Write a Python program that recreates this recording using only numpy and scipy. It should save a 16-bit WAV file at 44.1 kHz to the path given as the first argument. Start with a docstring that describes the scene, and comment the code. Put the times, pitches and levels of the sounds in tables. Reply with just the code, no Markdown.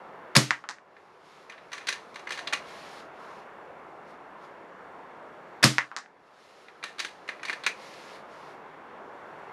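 """Air rifle under a range shelter

A pre-charged air rifle fires twice from a bench: ringing contacts, a bench boom and decaying bands of air noise.
From down range come the report off snow banks and the pellet on the far target: pulses with scattered tails.
At the bench the side lever is cocked after each shot (ticks ringing metal modes) and a sleeve rustles (noise).
Far off, wind and traffic are a patchy noise wash; gain control behind the one microphone cuts after loud sound."""
import sys
import numpy as np
from scipy import signal
from scipy.io import wavfile
from scipy.ndimage import uniform_filter1d

SR = 44100
rng = np.random.default_rng(int(sys.argv[2]) if len(sys.argv) > 2 else 0)


def wav_record(signal):
    """Record a signal, one row per channel, as 16-bit PCM in the file named by sys.argv[1]."""
    frames = np.transpose(np.atleast_2d(signal))
    bounded = np.clip(frames, -1, 1)
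    # unit amplitude maps onto the largest positive 16-bit level
    quanta = np.round(bounded * 32767).astype(np.int16)
    wavfile.write(sys.argv[1], SR, quanta)


N = 419832

# distant wind in the trees and far traffic, relative spectrum: (frequency [Hz], density [dB per Hz])
WASH_SPECTRUM = [(15, -60.5), (25, -34), (59, -20), (91, -15), (122, -18), (156, -7), (281, -7.5),
                 (359, -1), (1050, -1), (1710, -8), (4380, -34.5), (5430, -36), (9550, -46), (12200, -45),
                 (15500, -77)]
# level of that wash ahead of the gain control: (time [s], level [dB])
WASH_LEVEL = [(0, -46.5), (2.5, -44.5), (3.5, -47), (5.5, -46), (8, -44.5), (8.8, -46), (9.52, -44)]
# rubbing cloth, relative spectrum: (frequency [Hz], density [dB per Hz])
CLOTH_SPECTRUM = [(880, -37), (1500, -13.5), (1860, 1), (3210, -4), (4310, -4), (6010, -10), (8460, -22),
                  (10600, -17.5), (11800, -28), (15500, -60)]
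# strokes of the sleeve on jacket and bench: (start [s], hold [s], level [dB])
SLEEVE_STROKES = [(1.2, .15, -57), (2.62, .31, -52), (3.13, .2, -61), (4.03, .01, -63), (4.37, .01, -62),
                  (6.33, .24, -57), (7.75, .34, -52), (8.25, .2, -61)]
# arrivals from down range: (delay after hammer release [s], pulse level [dB], ring [Hz],
#   scatter relative to the pulse [dB], scatter t60 [s], treble relative to the dull part [dB])
RETURNS = [(0.1555, 6, 1880, -33, 0.16, 0), (0.1617, -3.5, 1190, -36, 0.22, 1),
           (0.288, -15.5, 1250, -27, 0.16, -16), (0.3376, -7.5, 1750, -33, 0.21, 12),
           (0.3435, -11.5, 1100, -26, .12, 10.5), (0.3595, -16.5, 1195, -40, 0.15, 11.5),
           (0.433, -25, 1776, -29, 0.041, -40)]
# contacts of lever, bolt and magazine: (time [s], level [dB], favoured ring [Hz],
#   gain above the middle corner [dB], rattle t60 [s], 0.5 at most is used)
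CONTACTS = [(0.9653, -32.5, 1925, -18, 0.2), (1.497, -27.5, 2160, -3.5, 0.27),
            (1.5216, -24, 1480, -14, 0.26), (1.5788, -33.5, 2160, -16, 0.54),
            (1.718, -24.5, 1440, -7, 0.38), (1.7303, -16, 1220, -4, 0.37), (1.7797, -27.5, 1790, -2, .14),
            (1.809, -32, 1790, -18, 0.48), (1.8706, -18.5, 4050, 2, 0.11),
            (1.8842, -16.5, 3880, -0.5, 0.042), (1.8877, -14, 1970, 3, 0.25), (1.926, -17, 1790, -2, 0.2),
            (2.143, -35, 1500, -3, 0.22), (2.1577, -24, 1160, -7, 0.29), (2.1934, -32.5, 1360, -3.5, 0.2),
            (2.2714, -26, 2180, -9, .2), (2.2918, -28, 1880, -3.5, .17), (2.3055, -17.5, 1740, -4.5, 0.37),
            (2.3206, -23, 1700, 1, 0.31), (2.375, -27, 1600, -3, 0.28), (2.3895, -24.5, 1920, -4, 0.28),
            (2.4725, -19, 3730, -4.5, 0.18), (2.5259, -19, 1730, -5, 0.12), (2.5326, -12.5, 2510, -3, 0.21),
            (6.683, -31.5, 2200, -11, 0.19), (6.8279, -22, 1440, -12.5, 0.28),
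            (6.8381, -13, 1700, -4.5, 0.3), (6.9834, -23, 1910, -9, 0.19), (6.9924, -25, 3730, 4, 0.18),
            (6.9994, -16, 1990, 3.5, 0.3), (7.0476, -16.5, 1610, -2.5, 0.23), (7.278, -32.5, 1850, -3, .28),
            (7.2889, -15.5, 2160, -9.5, 0.22), (7.395, -35.5, 2400, -14, 0.32),
            (7.431, -22, 1890, -6.5, 0.66), (7.452, -23.5, 2160, -1, 0.43), (7.4832, -24, 2470, -5, 0.16),
            (7.4964, -17, 2220, -6, 0.26), (7.5289, -21, 1750, -5.5, 0.16), (7.637, -22.5, 4000, -6, 0.2),
            (7.6641, -9, 2400, -3, 0.19), (7.939, -44, 4540, 1.5, 0.091)]
# ringing modes of the rifle's action: (frequency [Hz], level [dB], t60 [s])
ACTION_MODES = [(1155, -9, 0.04), (1648, -22.5, 0.11), (1815, -7, 0.041), (2058, 4.5, 0.0071),
                (2417, 5, 0.011), (2820, -3, 0.035), (3510, -2, 0.0083), (3990, 12, 0.0045),
                (4460, 5.5, 0.0043), (6080, 10, 0.0046), (6900, -31, 0.005), (9650, 1, .012)]
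# hammer releases: (time [s], level [dB])
SHOTS = [(0.3519, 1.23), (5.6274, 2)]
# metal contacts and air pulses of one shot, hammer to muzzle:
#   (delay after hammer release [s], ring [Hz], level relative to the shot [dB], t60 [s])
FIRING_CONTACTS = [(0.0002, 2082, -17.5, .012), (0.0030, 3486, -12, 0.0057), (0.0045, 1742, -13, 0.0093),
                   (0.0047, 4680, -8, 0.0053), (0.0098, 914, -15, 0.006), (0.0119, 1773, -5.5, .008),
                   (0.0131, 2420, -5.5, 0.011), (0.0106, 4427, -21.5, 0.01), (0.015, 5100, -0.5, .006),
                   (0.0155, 6900, -8, 0.0031), (0.0143, 9530, -14, 0.0076), (0.0215, 4257, -9, 0.0075)]
# bench and shelter boom struck by the recoil: (frequency [Hz], level [dB], t60 [s])
BOOM_MODES = [(129, 0, 0.32), (143.6, -3.5, .2), (215, -5.5, 0.18), (301, -14, 0.48), (388, -18.5, 0.22),
              (540, -12.5, 0.13), (635, -21, 0.27)]
# escaping air and its scatter under the roof, relative spectrum: (frequency [Hz], density [dB per Hz])
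BLAST_SPECTRUM = [(65, -30.5), (110, -8.5), (196, -9), (488, -20.5), (754, -21.5), (1460, -12),
                  (1660, -22.5), (1800, -15.5), (2510, -21.5), (5280, -20), (6110, -22), (10000, -28.5),
                  (15500, -54)]
# how fast that air dies: (frequency [Hz], t60 [s])
BLAST_T60 = [(120, .17), (300, 0.38), (1000, 0.25), (3000, 0.38), (7000, 0.32), (10000, 0.26), (15000, .1)]

# the sleeve: its strokes, then a faint steady rub while the arm works the lever
CLOTH_PATCHY_DB, CLOTH_FLICKERS_PER_S = .8, 30
STROKE_ATTACK_S, STROKE_RELEASE_S, STROKE_DEPTH_DB = .07, .07, 16
REACH_START_S, REACH_HOLD_S, REACH_FADE_S, REACH_DB = .4, 1.6, .25, -60   # start after hammer release
# arrivals from down range
RETURN_BAND_HZ, RETURN_T60_S = [740, 5200], .0045
RETURN_THUD_HZ, RETURN_THUD_DB = [231, 770], 4
RETURN_TREBLE_HZ = [3350, 6760]
SCATTER_BEND, SCATTER_PER_S = 1.17, 2500   # a bend over 1 makes the scatter die ever faster
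# the rattle of tiny ticks in each contact, and the blow that stands over it
RATTLE_DB, RATTLE_PER_S, RATTLE_BROAD_DB, RATTLE_RISE_S = -29, 2500, 17.5, .0007
BLOW_DB, BLOW_T60_S, FIRST_TICK_DB = 12, .025, -5
# the action: modes near the favoured ring are struck harder, each contact reaches them unevenly
ACTION_DB, ACTION_SPREAD_DB = -14.5, 3
FAVOUR_DB, FAVOUR_OCTAVES = 10, .2
ACTION_BAND_HZ, MIDDLE_HZ, TREBLE_HZ, TREBLE_LOSS_DB = [1120, 14000], 3040, 5100, -11.5
STOCK_HZ, STOCK_DB = [294, 1080], 11   # the stock's dull knock under each contact
TOP_HZ, TOP_LOSS_DB = 11600, -12   # a steep step down at the top
# the shot
BOOM_DELAY_S, BOOM_DB = 0.018, -13.5
BLAST_DB, VALVE_S, BLAST_RISE_S, RATTLE_SHARE = -14, 0.0065, .006, 0.41
VALLEY_DB, VALLEY_T60_S = -33.5, 0.87   # the valley's long faint answer
# the microphone; its channels part a little in the treble
MIC_LOW_HZ = 115
PARTING_DB, PARTING_HZ, PARTING_S = -15.5, 12500, .0006
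# gain control, peak rounding and the top cut
SENSE_S, THRESHOLD_DB, MOST_CUT_DB, ATTACK_S, RELEASE_DB_PER_S = 0.034, -26.5, 14.5, 0.16, 6.5
CEILING, CUTOFF_HZ = 1.15, 15700


def amp(db):
    """dB to gain."""
    return 10 ** (np.asarray(db) / 20)


def rms_one(x):
    """Scale to unit rms."""
    return x / np.sqrt(np.mean(x ** 2) + 1e-20)


def in_time(rows):
    """A level curve read at every sample."""
    return np.interp(np.arange(N) / SR, *np.transpose(rows))


def at_hz(points, hz):
    """A table of values by frequency, read on a log-frequency axis."""
    table_hz, values = np.transpose(points)
    return np.interp(np.log(hz), np.log(table_hz), values)


def butter(x, kind, hz):
    """Butterworth filter, designed at order 2."""
    return signal.sosfilt(signal.butter(2, hz, kind, fs=SR, output="sos"), x + 1e-18)


def shelf(x, hz, db):
    """Changes what lies above hz by db."""
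    low = butter(x, "low", hz)
    return low + amp(db) * (x - low)


def drift(rate):
    """Slow chance: straight lines between random points of spread 1, rate points per second."""
    points = rng.standard_normal(int(N / SR * 60) + 2)
    return np.interp(np.arange(N) / SR * rate, np.arange(len(points)), points)


def impulses(times, gains):
    """A click train."""
    out = np.zeros(N)
    np.add.at(out, np.round(np.asarray(times) * SR).astype(int), gains)
    return out


def grains(per_s, uneven_db, size):
    """Dense random ticks of uneven size and either sign; rms 1."""
    sizes = amp(uneven_db * np.minimum(rng.exponential(1, size), 4))
    signed = sizes * rng.choice([-1, 1], size)
    return rms_one((rng.random(size) < per_s / SR) * signed)


def ring(clicks, hz, t60):
    """A two-pole resonator: a unit click starts a decaying sine of initial height 1."""
    radius = amp(-60 / (t60 * SR))
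    angle = 2 * np.pi * hz / SR
    poles = [1, -2 * radius * np.cos(angle), radius * radius]
    return signal.lfilter([0, np.sin(angle)], poles, clicks + 1e-18)


def dying(start_s, t60):
    """An envelope that jumps to 1 and falls 60 dB in t60."""
    t = np.arange(N) / SR - start_s
    return (t >= 0) * amp(-60 * np.clip(t, 0, 3) / t60)


def swell(start_s, attack_s, hold_s, release_s, depth_db):
    """Attack, hold and release, straight in dB, settling at three depths down."""
    corners = start_s + np.cumsum([0, attack_s, hold_s, release_s, release_s])
    levels_db = [-depth_db, 0, 0, -depth_db, -3 * depth_db]
    return amp(in_time(list(zip(corners, levels_db)))) * (np.arange(N) / SR >= start_s)


def bands(spectrum):
    """Third-octave noise bands with their centres, about rms 1 all together."""
    edges = 22 * 2 ** np.arange(0, 9.7, 1 / 3)
    white = rng.standard_normal((2, N))   # neighbouring bands take turns
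    centres = np.sqrt(edges[1:] * edges[:-1])
    gains = amp(at_hz(spectrum, centres)) * (centres > .85 * spectrum[0][0])
    gains = gains / np.sqrt(np.sum(gains ** 2 * np.diff(edges)) * 2.2 / SR)
    return [(hz, gain * butter(white[k % 2], "band", edges[k:k + 2]))
            for k, (hz, gain) in enumerate(zip(centres, gains)) if gain > 0]


def patchy(spectrum, patchy_db, rate):
    """Noise whose bands swell together slowly and flicker alone."""
    together = drift(1.9)
    return sum(band * amp(patchy_db * (together / 3 + drift(rate))) for hz, band in bands(spectrum))


def distant_wash():
    """Wind in the trees and far traffic: patchy noise on a slow level curve."""
    return amp(in_time(WASH_LEVEL)) * patchy(WASH_SPECTRUM, patchy_db=1.47, rate=8.6)


def sleeve():
    """Cloth friction is flickering noise, in strokes over a faint steady rub after each shot."""
    strokes = sum(amp(db) * swell(s, STROKE_ATTACK_S, hold_s, STROKE_RELEASE_S, STROKE_DEPTH_DB)
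                  for s, hold_s, db in SLEEVE_STROKES)
    reach = sum(swell(s + REACH_START_S, REACH_FADE_S, REACH_HOLD_S, REACH_FADE_S, STROKE_DEPTH_DB)
                for s, db in SHOTS)
    return (strokes + amp(REACH_DB) * reach) * patchy(CLOTH_SPECTRUM, CLOTH_PATCHY_DB, CLOTH_FLICKERS_PER_S)


def returns():
    """Each arrival is a short pulse with the scatter of rough snow behind it and its own share of treble."""
    size = SR // 2
    out, t = np.zeros(N + SR), np.arange(size) / SR
    for pull_s, shot_db in SHOTS:
        for delay_s, peak_db, hz, scatter_db, t60, treble_db in RETURNS:
            scatter = amp(scatter_db - 60 * (t / t60) ** SCATTER_BEND)
            rough = scatter * grains(SCATTER_PER_S, uneven_db=0.5, size=size)
            fine = amp(-2) * scatter * rng.standard_normal(size)
            rough[0] = fine[0] = 1   # the pulse itself
            dull = butter(ring(rough, hz, RETURN_T60_S), "band", RETURN_BAND_HZ)
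            dull = butter(dull, "low", RETURN_BAND_HZ[1])
            thud = amp(RETURN_THUD_DB) * butter(rough, "band", RETURN_THUD_HZ)
            bright = butter(butter(fine, "band", RETURN_TREBLE_HZ), "band", [3000, 9500])
            arrival = dull + thud + amp(treble_db) * bright
            out[round((pull_s + delay_s) * SR):][:size] += amp(shot_db + peak_db) * arrival
    return out[:N]


def cocking():
    """Each contact is a blow and a dying rattle of ticks, striking the action's modes unevenly."""
    size = SR // 2
    out, t = np.zeros(N + size), np.arange(size) / SR
    for s, db, ring_hz, bright_db, t60 in CONTACTS:
        rattle = amp(-60 * t / np.clip(t60, .02, .5))
        blow = amp(BLOW_DB - 60 * t / BLOW_T60_S)
        fade = amp(RATTLE_DB) * (rattle + blow) * (1 - np.exp(-t / RATTLE_RISE_S))
        broad, struck = (fade * grains(RATTLE_PER_S, uneven_db=-0.5, size=size) for _ in range(2))
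        struck[0] = amp(FIRST_TICK_DB)
        spread = rng.normal(0, ACTION_SPREAD_DB, len(ACTION_MODES))
        metal = amp(RATTLE_BROAD_DB) * broad
        for (hz, mode_db, mode_t60), own_db in zip(ACTION_MODES, spread):
            near_db = FAVOUR_DB * np.exp(-(np.log2(hz / ring_hz) / FAVOUR_OCTAVES) ** 2)
            metal += amp(mode_db + own_db + near_db + ACTION_DB) * ring(struck, hz, mode_t60)
        metal = shelf(shelf(metal, MIDDLE_HZ, bright_db), TREBLE_HZ, TREBLE_LOSS_DB)
        knock = amp(STOCK_DB) * butter(struck, "band", STOCK_HZ)
        out[round(s * SR):][:size] += amp(db) * (knock + butter(metal, "band", ACTION_BAND_HZ))
    low = signal.sosfilt(signal.cheby2(8, 40, TOP_HZ, fs=SR, output="sos"), out[:N])
    return low + amp(TOP_LOSS_DB) * butter(out[:N], "high", TOP_HZ)


def firing_contacts():
    """Metal contacts and air pulses, hammer to muzzle, each a short decaying ring."""
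    pulls, shot_db = np.transpose(SHOTS)
    out = np.zeros(N)
    for delay_s, hz, peak_db, t60 in FIRING_CONTACTS:
        chance_db = rng.normal(0, 1, len(shot_db))
        out += ring(impulses(pulls + delay_s, amp(shot_db + peak_db + chance_db)), hz, t60)
    return out


def recoil_boom():
    """The recoil strikes the low modes of bench and shelter."""
    pulls, shot_db = np.transpose(SHOTS)
    recoil = impulses(pulls + BOOM_DELAY_S, amp(shot_db + BOOM_DB))
    return sum(amp(mode_db) * ring(recoil, hz, t60) for hz, mode_db, t60 in BOOM_MODES)


def air_blast():
    """Escaping air is noise that dies band by band, with the valley's faint answer above 1500 Hz."""
    t = np.arange(N) / SR
    rise = np.zeros(N)
    for s, db in SHOTS:
        # the hammer rattles first, then the valve opens
        opening = np.clip((t - s - VALVE_S) / BLAST_RISE_S, RATTLE_SHARE, 1)
        rise += opening * np.clip((t - s) / 0.0017, 0, 1) * (t < s + 3)
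    out = np.zeros(N)
    for hz, band in bands(BLAST_SPECTRUM):
        decay = np.zeros(N)
        for s, db in SHOTS:
            valley = (hz > 1500) * amp(VALLEY_DB) * dying(s, VALLEY_T60_S)
            decay += amp(db + BLAST_DB) * (dying(s, at_hz(BLAST_T60, hz)) + valley)
        out += band * rise * decay
    return out


def shots():
    """The report at the bench: contacts, recoil boom and rush of air."""
    return firing_contacts() + recoil_boom() + air_blast()


def scene():
    """One microphone feeds both channels; it loses the deep bass of rifle and returns."""
    wash = distant_wash()
    loud = shots() + returns() + cocking()
    loud = butter(butter(loud, "high", MIC_LOW_HZ), "high", MIC_LOW_HZ)
    mono = loud + sleeve() + wash
    lagged = np.roll(mono, round(PARTING_S * SR))
    side = amp(PARTING_DB) * butter(lagged, "high", PARTING_HZ)
    return mono - side * [[1], [-1]]


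def record(dry):
    """Gain control cuts after loud sound and lets go at a steady pace; peaks are rounded, the top is cut."""
    window = int(SENSE_S * SR)
    # the origin makes the window look back only
    power = uniform_filter1d(np.mean(dry, axis=0) ** 2, size=window, origin=window // 2 - 1)
    # a running maximum over a rising slope falls back at the release pace
    slope = RELEASE_DB_PER_S * np.arange(N) / SR
    held_db = np.maximum.accumulate(10 * np.log10(np.abs(power) + 1e-12) + slope) - slope
    cut_db = np.clip(held_db - THRESHOLD_DB, 0, MOST_CUT_DB)
    r = np.exp(-1 / (ATTACK_S * SR))
    smooth_cut_db = signal.lfilter([1 - r], [1, -r], cut_db)
    levelled = dry * amp(-smooth_cut_db)
    limited = CEILING * np.tanh(levelled / CEILING)
    return signal.sosfilt(signal.cheby2(12, 60, CUTOFF_HZ, fs=SR, output="sos"), limited)


dry = scene()
out = record(dry)
wav_record(out)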